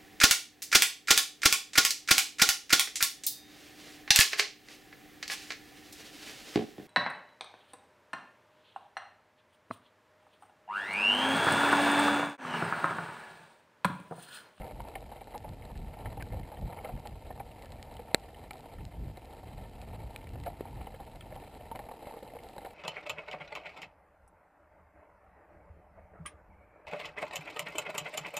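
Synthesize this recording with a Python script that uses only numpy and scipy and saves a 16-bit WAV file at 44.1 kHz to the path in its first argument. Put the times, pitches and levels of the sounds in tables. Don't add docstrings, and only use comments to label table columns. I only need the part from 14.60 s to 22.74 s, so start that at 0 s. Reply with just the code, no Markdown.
import sys
import numpy as np
from scipy import signal
from scipy.fft import rfft, irfft
from scipy.io import wavfile

SR = 44100
rng = np.random.default_rng(int(sys.argv[2]) if len(sys.argv) > 2 else 0)


def store_wav(level_fs):
    pcm = np.round(np.clip(np.atleast_2d(level_fs), -1, 1) * 32767)
    wavfile.write(sys.argv[1], SR, pcm.T.astype(np.int16))


def gain_from_decibels(decibels):
    exponent = np.asarray(decibels, float) / 20
    return 10 ** exponent


N = 358974

# (time [s], peak level [dB], length [s])
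GUSTS = [(0, -42.5, .04), (0.174, -44.5, 0.066), (0.43, -52, 0.032), (0.94, -44, 0.078),
         (1.217, -40.5, 0.092), (1.478, -40, 0.026), (1.62, -41.5, 0.13), (1.78, -38.5, 0.06),
         (2.044, -38.5, 0.038), (2.172, -52, 0.089), (2.36, -39, 0.034), (2.535, -46, 0.07),
         (2.75, -48.5, .12), (3.15, -45.5, 0.043), (3.358, -51.5, 0.076), (4.25, -44, 0.071),
         (4.441, -40, 0.056), (4.94, -42.5, .06), (5.308, -47, 0.29), (5.76, -40.5, 0.1),
         (6.157, -44, 0.13), (6.534, -47, 0.074), (6.755, -48.5, 0.078), (7.164, -58, 0.09)]
# (frequency [Hz], density [dB per Hz])
WIND_SPECTRUM = [(20, -25), (35, 2), (60, 1), (120, -4), (250, -15), (500, -30.5), (1000, -43)]
# (frequency [Hz], density [dB per Hz])
HISS_SPECTRUM = [(200, 0.5), (900, -12), (1150, -22.5), (2500, -19), (4200, -23), (5400, -21.5),
                 (7000, -25)]
# (frequency [Hz], density [dB per Hz])
SIDE_SPECTRUM = [(35, -24), (60, -1), (326, -0.5), (871, -27), (1060, -20), (1430, -14.5), (4830, -8.5),
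                 (5980, -18.5), (7250, -12), (10000, -29), (13000, -70), (22000, -120)]
# (time [s], level [dB])
ACTIVITY = [(0.0, -47), (0.2, -54.5), (0.34, -55), (1.13, -55.5), (1.31, -53.5), (2.27, -52), (2.4, -56.5),
            (2.76, -56.5), (3.24, -54), (4.62, -58.5), (5.42, -54), (5.87, -56.5), (6.26, -55.5),
            (7.09, -55), (7.21, -53.5), (7.71, -53), (8.05, -57.5), (8.14, -54)]
# (frequency [Hz], width [Hz], level [dB])
LOW_MODES = [(276, 120, -9), (480, 54, -3), (627, 100, -2), (770, 136, 1), (911.4, 53, -4)]
# (frequency [Hz], width [Hz], level [dB])
HIGH_MODES = [(1337, 71, -4), (1790, 73, -3.5), (2100, 120, -1.5), (2300, 220, -2.5), (2664, 350, -2.5),
              (3100, 180, -5.5), (3980, 290, -3), (4630, 540, -9)]
# (time [s], peak level [dB])
FAINT_SNAPS = [(.2189, -50), (.407, -49), (.643, -51), (1.51, -55), (1.6871, -51), (2.0128, -49),
               (2.797, -53), (3.1043, -54), (3.3408, -48), (3.3672, -48), (3.568, -59), (3.981, -52),
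               (4.6555, -49), (5.0964, -53), (5.577, -52), (5.6915, -49), (5.735, -53), (5.8007, -46.5),
               (5.8611, -44), (6.0122, -53), (6.11, -55), (6.451, -54), (6.559, -48), (6.7556, -49),
               (6.8478, -53), (7.1921, -50), (7.6326, -50), (8.0486, -49)]
# (time [s], peak level [dB], top edge level [dB])
SNAPS = [(0.286, -45, -22), (0.7789, -44, -7), (0.8913, -44, -28), (1.176, -45, -20), (1.5713, -58, -8),
         (1.6248, -46, -5), (1.7974, -47, -25), (2.3965, -53, -11), (2.4725, -36, -33), (3.023, -44.5, -27),
         (3.0576, -49, -12), (3.1206, -41.5, -20), (3.2276, -38.5, -12), (3.5982, -54, -10),
         (3.839, -51, -20), (3.9082, -38, -33), (3.933, -42, -22), (3.9702, -49, -16), (4.0068, -48, -18),
         (4.252, -43.5, -13), (4.573, -45.5, -32), (5.2162, -42.5, -20), (5.5614, -35.5, -41),
         (5.8371, -45, -18), (6.608, -47, -28), (6.9497, -47.5, -25), (7.1585, -41, -35),
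         (7.8358, -45, -18), (7.888, -43, -40), (7.9818, -46, -37)]
# (time [s], peak level [dB], ring [Hz])
LIGHT_TICKS = [(.2004, -51, 2040), (.6098, -41.5, 2290), (.739, -43, 2010), (1.0217, -40.5, 2100),
               (1.7195, -41.5, 2100), (2.373, -44, 1800), (2.472, -43, 2000), (3.0582, -43.5, 1740),
               (3.2271, -45, 2210), (4.185, -40, 1800), (4.572, -43, 2000), (4.6548, -50, 2540),
               (5.215, -42, 2570), (5.6146, -43, 2310), (5.6695, -40, 2270), (5.6915, -52, 2700),
               (5.837, -40, 1980), (6.5585, -45, 2090), (6.7555, -46, 2070), (7.6994, -42.5, 2100),
               (7.9808, -40, 3900)]
# (time [s], peak level [dB], ring [Hz], t60 [s])
TICKS = [(.017, -35.5, 2100, .032), (.3541, -26.5, 2196, 0.024), (1.1544, -38.5, 1790, 0.051),
         (1.3392, -40.5, 2290, 0.036), (1.4576, -32, 1830, .038), (1.6045, -33, 1780, 0.033),
         (1.6237, -28, 1610, 0.022), (1.8324, -41, 2130, .044), (1.9704, -40.5, 1830, .044),
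         (2.1252, -36, 1800, .044), (2.1883, -34, 2190, 0.025), (2.2458, -34, 2100, 0.03),
         (2.798, -38, 2300, 0.048), (3.024, -39.5, 2200, .044), (3.3682, -38, 3100, .02),
         (3.7454, -41, 3050, 0.048), (3.9091, -26.5, 2340, 0.023), (5.5613, -28, 2410, 0.0096),
         (5.8648, -36, 1730, 0.048), (6.2108, -39.5, 2340, 0.049), (6.2684, -40, 2970, .044),
         (6.345, -38, 1800, 0.037), (6.6088, -34.5, 3110, 0.036), (6.7241, -40, 1810, 0.022),
         (7.1583, -36, 2040, .044), (7.1915, -31.5, 1800, 0.024), (7.3124, -42, 1800, 0.04),
         (7.455, -41.5, 2150, .044), (7.7882, -39.5, 2120, .039), (8.0503, -35, 2100, 0.054)]
# (time [s], peak level [dB], ring [Hz])
CRUMBS = [(.017, -37.5, 790), (.285, -36, 443), (.614, -35, 783), (.672, -33.5, 833), (.893, -36, 750),
          (1.101, -36.5, 892), (1.369, -36, 735), (1.917, -31.5, 840), (2.021, -36, 655), (2.099, -36, 805),
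          (2.179, -34, 830), (2.245, -27, 614), (2.375, -38, 585), (2.454, -32.5, 818), (2.777, -35, 763),
          (3.483, -37, 710), (3.839, -33, 770), (3.937, -36, 785), (4.572, -32.5, 740), (4.831, -36, 744),
          (5.222, -36.5, 790), (5.756, -32, 780), (6.212, -33.5, 770), (6.341, -33, 526), (6.723, -32, 640),
          (7.008, -37, 600), (7.313, -30, 804), (7.539, -32, 480), (7.736, -33, 637), (7.963, -32, 530)]
# (time [s], peak level [dB], ring [Hz], t60 [s])
CRUNCHES = [(.199, -26, 866, 0.07), (.246, -32.5, 910, .047), (.357, -26.5, 760, 0.018),
            (0.515, -30.5, 813, 0.079), (.741, -28.5, 847, 0.073), (0.845, -31, 855, 0.053),
            (1.456, -31, 816, 0.025), (1.573, -28.5, 790, 0.018), (1.742, -30.5, 522, 0.0087),
            (2.129, -29.5, 760, 0.01), (2.252, -26.5, 820, 0.04), (2.289, -28, 715, 0.042),
            (2.704, -28.5, 730, 0.026), (2.801, -27.5, 807, 0.026), (3.393, -30, 484, 0.033),
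            (3.908, -33, 836, 0.03), (5.862, -23.5, 693, 0.1), (6.05, -31, 790, 0.15),
            (6.27, -29, 767, 0.027), (6.4, -32, 776, 0.023), (6.757, -30, 800, 0.13),
            (7.114, -26.5, 910, 0.018), (7.151, -29, 790, 0.039), (7.191, -30, 803, 0.042),
            (7.287, -31, 864, 0.024), (7.47, -27, 587, 0.011), (7.625, -30.5, 540, 0.06),
            (7.75, -31, 486, 0.092), (7.981, -26.5, 810, 0.02), (8.046, -27.5, 742, 0.11)]
# (time [s], modes as (frequency [Hz], level [dB], t60 [s]))
KNOCK = (6.0082, [(411, -18.5, 0.01), (1800, -48, 0.0037)])
# (time [s], modes as (frequency [Hz], level [dB], t60 [s]))
CRACK = (3.5456, [(206, -41, .05), (523, -8.5, 0.0067), (2100, -8, 0.0013), (4100, -10, 0.0029)])

CALM_DB, DYING_S, DYING_DB_PER_S = -53.5, 6.93, 12
HISS_DB, SIDE_DB = -61.5, -83
CRUNCH_BED_DB, TICK_BED_DB = 1, -63.5
TICKS_FOLLOW_CRUST, TICKS_FOLLOW_WIND = 0.53, 0.073
FAINT_EDGE_DB, LIGHT_T60_S, CRUMB_T60_S = -19.5, 0.038, 0.025
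BOUNCE_S, BOUNCE_DB = .00049, 2.5
EDGE_HZ, HELD_RATE, HOLD, TOP_HZ = 5260, 12000, 4, 15100


def rms_one(x):
    return x / np.sqrt(np.mean(x ** 2) + 1e-20)


def peak_at(x, level_db):
    return x * gain_from_decibels(level_db) / np.max(np.abs(x))


def add(out, s, sound):
    at = int(s * SR)
    out[at:at + len(sound)] += sound[:N - at]


def drift(rate_hz):
    r = np.exp(-2 * np.pi * rate_hz / SR)
    noise = rng.standard_normal(N + SR)
    return rms_one(signal.lfilter([1], [1, -2 * r, r * r], noise)[SR:])


def coloured(spectrum):
    hz, level_db = np.transpose(spectrum)
    bins = np.fft.rfftfreq(N, 1 / SR) + 1
    gain = gain_from_decibels(np.interp(np.log(bins), np.log(hz), level_db, left=-60, right=-60))
    return rms_one(irfft(rfft(rng.standard_normal(N)) * gain, N))


def ring(clicks, hz, t60):
    r, w = gain_from_decibels(-60 / (t60 * SR)), 2 * np.pi * hz / SR
    return signal.lfilter([0, np.sin(w)], [1, -2 * r * np.cos(w), r * r], clicks + 1e-18)


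def housing(clicks, modes, uneven_db, share=1):
    out = np.zeros(len(clicks))
    for k, (hz, width, level_db) in enumerate(modes):
        strength = gain_from_decibels(level_db + uneven_db * rng.standard_normal(len(clicks)))
        struck = rng.random(len(clicks)) < share
        t60 = np.log(1000) / (np.pi * width)
        sign = (-1) ** k
        out += sign * np.sqrt(width) * ring(clicks * strength * struck, hz, t60)
    return out


def grit(length, per_s, spread_db):
    sizes = gain_from_decibels(spread_db * np.minimum(rng.exponential(1, length), 3))
    signs = rng.choice([-1, 1], length)
    return sizes * signs * (rng.random(length) < per_s / SR)


def breakup(t60, per_s, rise_s, first):
    t = np.arange(int(.1 * SR)) / SR
    swell = 1 - np.exp(-t / rise_s)
    clicks = grit(len(t), per_s, spread_db=2.5) * swell * gain_from_decibels(-60 * t / t60)
    clicks[0] = first
    return clicks


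def hiss():
    return gain_from_decibels(HISS_DB) * coloured(HISS_SPECTRUM)


def gusts():
    t = np.arange(0, N + 64, 64) / SR
    power = gain_from_decibels(CALM_DB - DYING_DB_PER_S * np.clip(t - DYING_S, 0, .5)) ** 2
    for s, peak_db, length in GUSTS:
        power = power + gain_from_decibels(peak_db) ** 2 * np.exp(-((t - s) / length) ** 2)
    return np.interp(np.arange(N) / SR, t, 10 * np.log10(power))


def wind(level_db):
    lumps = gain_from_decibels(1.6 * drift(5.0))
    return gain_from_decibels(level_db) * rms_one(coloured(WIND_SPECTRUM) * lumps)


def crackle_bed(crunch_db, tick_db):
    clump = 1.6 * np.tanh(drift(35) / 1.6)
    clicks = grit(N, 1400 * gain_from_decibels(3 * clump), spread_db=4.0) * gain_from_decibels(1.66 * clump)
    low = rms_one(housing(clicks, LOW_MODES, uneven_db=4, share=.6))
    high = rms_one(housing(clicks, HIGH_MODES, uneven_db=3.0, share=.3))
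    return gain_from_decibels(crunch_db + 1.5) * low + gain_from_decibels(tick_db) * high


def snaps():
    out = np.zeros(N)
    for s, peak_db, edge_db in SNAPS + [row + (FAINT_EDGE_DB,) for row in FAINT_SNAPS]:
        clicks = breakup(0.0084, 1700, rise_s=0.00035, first=3.7)
        body = rms_one(ring(clicks, 4100, .004)) + .7 * rms_one(ring(clicks, 3000, .002))
        edge = ring(clicks, 5100, 0.0028)
        add(out, s, peak_at(body, peak_db + 5.5) + peak_at(edge, peak_db + edge_db + 15.0))
    return out


def ticks():
    out = np.zeros(N)
    for s, peak_db, hz, t60 in TICKS + [row + (LIGHT_T60_S,) for row in LIGHT_TICKS]:
        t60 = np.clip(0.71 * t60, .004, .024)
        clicks = breakup(t60, 2300, rise_s=0.00081, first=2.6)
        body = rms_one(housing(clicks, HIGH_MODES[:6], uneven_db=10))
        pitch = rms_one(ring(clicks, hz, 1.1 * t60))
        add(out, s, peak_at(t60 / 0.03 * body + pitch, peak_db - 5.0))
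    return out


def crunches():
    out = np.zeros(N)
    for s, peak_db, hz, t60 in CRUNCHES + [row + (CRUMB_T60_S,) for row in CRUMBS]:
        clicks = breakup(np.clip(1.05 * t60, .01, .2), 3000, rise_s=0.0016, first=1.43)
        body = rms_one(housing(clicks, LOW_MODES, uneven_db=13))
        low = body + 1.4 * rms_one(ring(clicks, hz, 0.05))
        high = housing(clicks, HIGH_MODES, uneven_db=14.5)
        add(out, s, peak_at(low, peak_db - 4.5) + peak_at(high, peak_db - 18))
    return out


def shards():
    out = np.zeros(N)
    clicks = breakup(0.022, 3000, rise_s=.002, first=0)
    rattle = housing(clicks, LOW_MODES + HIGH_MODES[:5], uneven_db=11.0)
    add(out, CRACK[0] + 0.0022, peak_at(rattle, -35.5))
    return out


def blow(s, modes):
    out, push = np.zeros(N), np.zeros(SR // 10)
    push[0] = -1
    bounced = push + gain_from_decibels(BOUNCE_DB) * np.roll(push, round(BOUNCE_S * SR))
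    rings = np.zeros(len(push))
    for hz, level_db, t60 in modes:
        rings += gain_from_decibels(level_db) * ring(bounced if hz > 1000 else push, hz, t60)
    port = signal.butter(1, 220, "high", fs=SR, output="sos")
    add(out, s, signal.sosfilt(port, rings))
    return out


def scene():
    activity_db = np.interp(np.arange(N) / SR, *np.transpose(ACTIVITY))
    wind_db = gusts()
    crust_swing = TICKS_FOLLOW_CRUST * (activity_db - activity_db.mean())
    wind_swing = TICKS_FOLLOW_WIND * (wind_db - wind_db.mean())
    air = hiss() + wind(wind_db)
    bed = crackle_bed(activity_db + CRUNCH_BED_DB, TICK_BED_DB + crust_swing + wind_swing)
    flakes = snaps() + ticks() + crunches()
    blows = shards() + blow(*KNOCK) + blow(*CRACK)
    mono = air + bed + flakes + blows
    return np.stack([mono, mono])


def top_cut(x):
    return signal.sosfilt(signal.butter(12, 16510, fs=SR, output="sos"), x)


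def record(dry):
    cut = signal.sosfilt(signal.butter(8, EDGE_HZ, fs=SR, output="sos"), dry[0])
    sample_at = np.arange(N * HELD_RATE // SR + 2) * SR / HELD_RATE
    slow = np.interp(sample_at, np.arange(N), cut)
    held = signal.resample_poly(np.repeat(slow, HOLD), SR // 300, HOLD * HELD_RATE // 300)[:N]
    held = signal.sosfilt(signal.cheby2(12, 40, TOP_HZ + 600, fs=SR, output="sos"), held)
    side = gain_from_decibels(SIDE_DB + 4.3 * drift(1.9)) * coloured(SIDE_SPECTRUM)
    return top_cut(np.stack([held + side, held - side]))


dry = scene()
out = record(dry)
store_wav(out)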